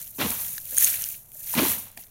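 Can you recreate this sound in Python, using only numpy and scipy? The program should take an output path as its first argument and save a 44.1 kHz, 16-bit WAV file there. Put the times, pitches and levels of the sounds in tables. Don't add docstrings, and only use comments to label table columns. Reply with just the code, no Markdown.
import sys
import numpy as np
from scipy import signal
from scipy.fft import rfft, irfft
from scipy.io import wavfile

SR = 44100
rng = np.random.default_rng(int(sys.argv[2]) if len(sys.argv) > 2 else 0)


def volts(x):
    e = np.asarray(x, float) / 20
    return 10 ** e


def store_wav(level_fs):
    pcm = np.round(np.clip(np.atleast_2d(level_fs), -1, 1) * 32767)
    wavfile.write(sys.argv[1], SR, pcm.T.astype(np.int16))


N = 92610
T = np.arange(N) / SR


def rms_one(x):
    return x / np.sqrt(np.mean(x ** 2) + 1e-20)


def at_hz(points, hz):
    point_hz, db = np.transpose(points)
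    return np.interp(np.log(hz), np.log(point_hz), db)


def butter(x, hz, side, order=2):
    return signal.sosfilt(signal.butter(order, hz, side, fs=SR, output="sos"), x)


def drift(rate_hz):
    r = np.exp(-2 * np.pi * rate_hz / SR)
    noise = rng.standard_normal(N + SR)
    return rms_one(signal.lfilter([1], [1, -2 * r, r * r], noise)[SR:])


def ring(clicks, hz, t60_s):
    w = 2 * np.pi * hz / SR
    out = clicks + 1e-18
    for decay_s in (t60_s, t60_s / 5):
        r = volts(-60 / (decay_s * SR))
        out = signal.lfilter([.5, 0, -.5], [1, -2 * r * np.cos(w), r * r], out)
    return out * 3 * (1 - r)


def click(s, db):
    out = np.zeros(N)
    out[int(s * SR)] = volts(db)
    return out


def burst(s, peak_db, t60_s, edge_hz=None):
    t = np.arange(4096) / SR
    puff = volts(-60 * t / t60_s) * rng.standard_normal(len(t))
    if edge_hz:
        puff = butter(puff, edge_hz, "high", order=4)
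    out = np.zeros(N + len(t))
    start = int(s * SR)
    out[start:start + len(t)] = volts(peak_db) * puff / np.abs(puff).max()
    return out[:N]


def grains(per_s, spectrum, span_hz, spread_db, clump_db, cycles, count=24):
    clump = clump_db * (drift(70) + .15 * drift(11))
    sizes = volts(spread_db * np.minimum(rng.exponential(1, N), 5) + clump) * rng.choice([-1, 1], N)
    born = rng.random(N) < per_s * volts(clump) / SR
    pitch = rng.integers(0, count, N)
    out = np.zeros(N)
    for k, hz in enumerate(np.geomspace(*span_hz, count)):
        hits = sizes * born * (pitch == k)
        out += volts(at_hz(spectrum, hz)) * hz * ring(hits, hz, cycles / hz)
    return rms_one(out)


# (frequency [Hz], density [dB per Hz])
YARD_SPECTRUM = [(15, 2.5), (25, -3.5), (48, -6), (115, -13), (300, -22.5), (655, -15.5), (1080, -24),
                 (3000, -30.5), (5000, -34), (9000, -41)]


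def yard():
    hz = np.arange(N // 2 + 1) * SR / N + 1
    shape = volts(at_hz(YARD_SPECTRUM, hz)) * (hz < YARD_SPECTRUM[-1][0])
    air = irfft(rfft(rng.standard_normal(N)) * shape, N)
    return volts(-59.5 + 0.87 * drift(1)) * rms_one(air)


def tread():
    s, level_db, _ = np.transpose(STIR)
    murmur = rms_one(butter(rng.standard_normal(N), (51.6, 160.5), "band"))
    follows = 0.34
    return volts(-55.5 + follows * (np.interp(T, s, level_db) + 32.0)) * murmur


# (time [s], peak [dB], pitch [Hz], second touch after [s])
STEPS = [
    (.725, -40, 507, 0.014),
    (1.352, -51, 606, 0.0075),
    (1.9733, -40.5, 727, .014),
]


def steps():
    knock_cycles, push_hz, push_db, push_t60_s = 16, 240, -5.5, 0.03
    slap_hz, slap_db, slap_lag_s = 1760, -1, 0.00203
    out = np.zeros(N)
    for s, db, hz, after_s in STEPS:
        touches = click(s, db) - click(s + after_s, db - 3) + burst(s, db - 19, 2 * push_t60_s)
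        out += ring(touches, hz, knock_cycles / hz)
        out += volts(push_db) * ring(touches, push_hz, push_t60_s)
        out += volts(slap_db) * ring(click(s + slap_lag_s, db), slap_hz, knock_cycles / slap_hz)
    return out


# (time [s], peak [dB], low edge [Hz])
CRACKS = [(.001, -36, 5500), (0.015, -24, 5800), (.026, -23, 5800), (0.077, -24, 9100), (.159, -29, 12000),
          (.305, -9.5, 5870), (.350, -23, 5950), (.369, -31, 8000), (.389, -19, 8000), (.412, -19, 8000),
          (0.465, -19, 8000), (.554, -22, 9000), (.655, -19, 8900), (0.802, -13, 4500), (.809, -14, 5000),
          (.824, -3, 7000), (.901, -10, 6500), (0.964, -17, 7000), (1.021, -15, 5000), (1.088, -13.5, 8100),
          (1.115, -23, 6000), (1.318, -33, 5040), (1.346, -26, 9000), (1.411, -33, 6500),
          (1.432, -26, 6000), (1.465, -26, 9000), (1.498, -25, 9000), (1.529, -28, 6000),
          (1.631, -19, 7000), (1.828, -34, 9000), (1.875, -36, 9000), (1.885, -32, 5500),
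          (1.916, -28, 9500), (1.947, -37, 6800), (1.966, -42, 6000), (1.974, -23.5, 6000),
          (1.989, -36, 6000), (1.9935, -32, 8900), (2.008, -37, 8500), (2.013, -37, 8500),
          (2.027, -41, 6500), (2.052, -48, 6000), (2.06, -45, 8500), (2.068, -46, 7500)]


def cracks():
    return sum(burst(s, db + 3, .011, edge_hz) for s, db, edge_hz in CRACKS)


# (time [s], peak [dB], first pitch [Hz], second pitch [Hz], second relative [dB])
SNAPS = [(.072, -40.5, 3130, 6500, 1), (.148, -49, 4600, 4100, 4), (.448, -32.5, 3250, 1960, -7.5),
         (.954, -33, 2020, 2600, -6), (1.436, -53, 1910, 2920, -10), (1.988, -50, 2130, 3300, -3),
         (2.01, -54, 1900, 2640, 4), (2.027, -50, 2100, 3300, 3), (2.067, -55.5, 2200, 3560, 3),
         (0.213, -23, 1350, 2630, -10), (0.5801, -28, 1680, 4800, 6), (0.5815, -22.5, 6000, 3920, -7),
         (0.778, -24.5, 1650, 3230, -2), (.822, -26, 1800, 2900, -13), (0.829, -26.5, 1760, 2360, -1),
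         (.880, -30.5, 2340, 1780, -4), (.886, -37.5, 1980, 2430, -5), (.922, -33, 2270, 2700, -14),
         (.812, -34, 2520, 3250, 0), (0.941, -29, 1760, 2300, -1), (1.015, -38, 1790, 3000, 0),
         (1.0407, -26, 3020, 5120, 11), (1.0397, -13.5, 5900, 9200, -2.5), (1.318, -51, 2440, 3260, 0.5),
         (1.49, -36, 2300, 3380, -2), (1.551, -24, 2350, 4170, 3), (1.54, -24, 946, 1790, -7.5),
         (1.591, -29, 1660, 2370, 7), (1.651, -23, 900, 2550, -4), (1.662, -29, 1450, 3700, -6),
         (1.9743, -37, 1840, 2410, 1), (1.977, -37, 3350, 4770, 10)]


def snaps():
    first_cycles, second_cycles = 18.0, 30.0
    out = np.zeros(N)
    for s, db, first_hz, second_hz, second_db in SNAPS:
        out += ring(click(s, db), first_hz, first_cycles / first_hz)
        out += ring(click(s, db + second_db), second_hz, second_cycles / second_hz)
    return out


# (time [s], peak [dB], upper modes relative [dB])
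CHINKS = [
    (.768, -25, 0),
    (0.777, -29, 12),
    (0.7824, -15.5, 5.5),
    (0.8076, -25, -5),
    (.827, -27, -1),
    (0.8447, -13, 4),
    (.852, -24, -8),
    (0.864, -37, 0),
    (.955, -35, -6),
]
# (frequency [Hz], level [dB], t60 [s])
TAG_MODES = [(6560, 0, .009), (9120, 0, .005), (11100, -7, .004), (12900, -11, .004), (15100, -8, .004)]


def tag():
    slide_t60_s, slide_db, pitch_wander = 0.0025, -7, .015
    off = 1 + pitch_wander * rng.standard_normal((len(CHINKS), len(TAG_MODES)))
    rough = rng.uniform(.3, 1.3, N)
    out = np.zeros(N)
    for k, (hz, mode_db, t60_s) in enumerate(TAG_MODES):
        drive = np.zeros(N)
        for i, (s, peak_db, upper_db) in enumerate(CHINKS):
            slide = (T >= s) * volts(peak_db + slide_db - 60 * np.clip(T - s, 0, 1) / slide_t60_s)
            drive += np.sin(2 * np.pi * T * hz * off[i, k]) * slide * volts(mode_db + upper_db * (k > 0))
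        out += ring(rough * drive, hz, t60_s)
    return out


# (time [s], level [dB], coarse crumbs relative [dB])
STIR = [(0, -36, -9), (0.127, -46, -14), (0.179, -38, -16.5), (.225, -29, -8.5), (0.482, -30.5, -11.5),
        (0.631, -40.5, -14), (0.757, -30, -12), (0.833, -15, -13), (0.972, -29.5, -8), (1.141, -35.5, -12),
        (1.235, -51.5, -15), (1.309, -52, -19), (1.33, -46.5, -18.5), (1.532, -29, -9.5),
        (1.704, -21.5, -9), (1.954, -56, -12), (1.999, -41, -7), (2.1, -58, -9.5)]
# (frequency [Hz], density [dB per Hz])
GRIT_SPECTRUM = [(4300, -12), (5400, -7), (6310, 0.5), (8590, -7), (10600, 3), (13200, 5.5), (14700, 7),
                 (15700, -15.5)]
# (frequency [Hz], density [dB per Hz])
CRUMB_SPECTRUM = [(240, -31), (400, -26.5), (456, -10), (1110, -17.5), (1760, -5.5), (1980, -9.5),
                  (2420, -4.5), (3790, -7.5), (5500, 2), (7150, -32), (12100, -120)]


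def rustle():
    s, level_db, coarse_db = np.transpose(STIR)
    stir_db = np.interp(T, s, level_db)
    many = volts(.35 * (stir_db + 30))
    grit = grains(40000 * many, GRIT_SPECTRUM, (4300, 16000), spread_db=3.0, clump_db=1.0, cycles=16.0)
    crumbs = grains(9000 * many, CRUMB_SPECTRUM, (300, 5500), spread_db=3.1, clump_db=1.2,
                    cycles=14.0, count=32)
    pebbles = grains(900 * many, GRIT_SPECTRUM, (6500, 14000), spread_db=3.5, clump_db=2.0,
                     cycles=5.0, count=6)
    mix = grit + volts(-10.5) * pebbles + volts(np.interp(T, s, coarse_db)) * crumbs
    return volts(stir_db + 0.04) / np.sqrt(many) * mix


# (claws bite [s], pad lands [s], full weight [s], lets go [s], level [dB])
RAKES = [
    (.183, .184, .215, .265, -27),
    (1.533, 1.553, 1.595, 1.63, -23),
]


def stroke(fade_db_per_s, lag_s=0, start=1, bite_db_per_s=269):
    t = T - lag_s
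    sag_db = -6.5
    out = np.zeros(N)
    for row in RAKES:
        full_s, go_s, level_db = row[2:]
        times = [full_s - 1, full_s, go_s, go_s + 1]
        press_db = np.interp(t, times, [-bite_db_per_s, 0, sag_db, -fade_db_per_s])
        out += (t > row[start] - lag_s) * volts(level_db + press_db)
    return out


# (frequency [Hz], density [dB per Hz])
GROUND_SPECTRUM = [(120, -2), (180, -9), (250, 1), (330, -12), (390, -12.5), (450, -6), (700, -24)]
# (frequency [Hz], density [dB per Hz])
DEEP_SPECTRUM = [(65, -3), (90, 4), (130, -12.5), (200, 0.5)]
# (frequency [Hz], density [dB per Hz])
CRUNCH_SPECTRUM = [(290, -30), (500, -2.5), (560, -6.5), (1160, -3), (1300, -49), (1380, -10.5), (2490, -7),
                   (5500, -6.5), (7150, -39), (12100, -120)]
# (time [s], peak [dB], pitch [Hz])
GIVES = [(.186, -30, 240), (.198, -36, 233), (.213, -24.5, 249), (0.248, -22, 212), (0.258, -34, 240),
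         (1.564, -25, 254), (1.575, -20.5, 223), (1.593, -19.5, 314), (1.617, -16, 274), (1.63, -21, 360),
         (1.663, -25, 274)]


def rakes():
    ground = grains(2500, GROUND_SPECTRUM, (120, 700), spread_db=1.5, clump_db=.6, cycles=10.0, count=14)
    ground = ground * stroke(fade_db_per_s=212)
    deep = grains(600, DEEP_SPECTRUM, (65, 200), spread_db=1.5, clump_db=.6, cycles=8.0, count=8)
    deep = deep * stroke(fade_db_per_s=97, lag_s=0.033)
    crust = grains(9000, CRUNCH_SPECTRUM, (450, 5500), spread_db=2.3, clump_db=1.0, cycles=14.0, count=30)
    splinter_hz, crust_fade_db_per_s = 1650, 114
    dull = butter(crust, splinter_hz, "low") * stroke(crust_fade_db_per_s, start=0, bite_db_per_s=292)
    bright = butter(crust, splinter_hz, "high") * stroke(crust_fade_db_per_s, bite_db_per_s=330)
    crunch = dull - volts(-1) * bright
    gives = sum(ring(click(s, db + 0.5), hz, 0.059) for s, db, hz in GIVES)
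    return volts(-1.5) * ground + volts(-8.5) * deep + volts(1.5) * crunch + gives


def scene():
    background = yard() + tread()
    litter = steps() + cracks() + snaps() + tag()
    return (background + litter + rustle() + rakes())[None]


def low_pass(x):
    return signal.sosfilt(signal.butter(12, 16870, fs=SR, output="sos"), x)


# (frequency [Hz], width [Hz], share taken out [1])
MIC_DIPS = [(5020, 2060, 0.7), (7810, 630, 0.25)]


def record(dry):
    x = dry
    for hz, width_hz, share in MIC_DIPS:
        x = x - share * signal.lfilter(*signal.iirpeak(hz, hz / width_hz, fs=SR), x)
    x = signal.sosfilt(signal.ellip(12, .5, 70, 15830, fs=SR, output="sos"), x)
    mix = 1.542 * np.tanh(x / 1.766)
    return low_pass(mix)


dry = scene()
out = record(dry)
store_wav(out)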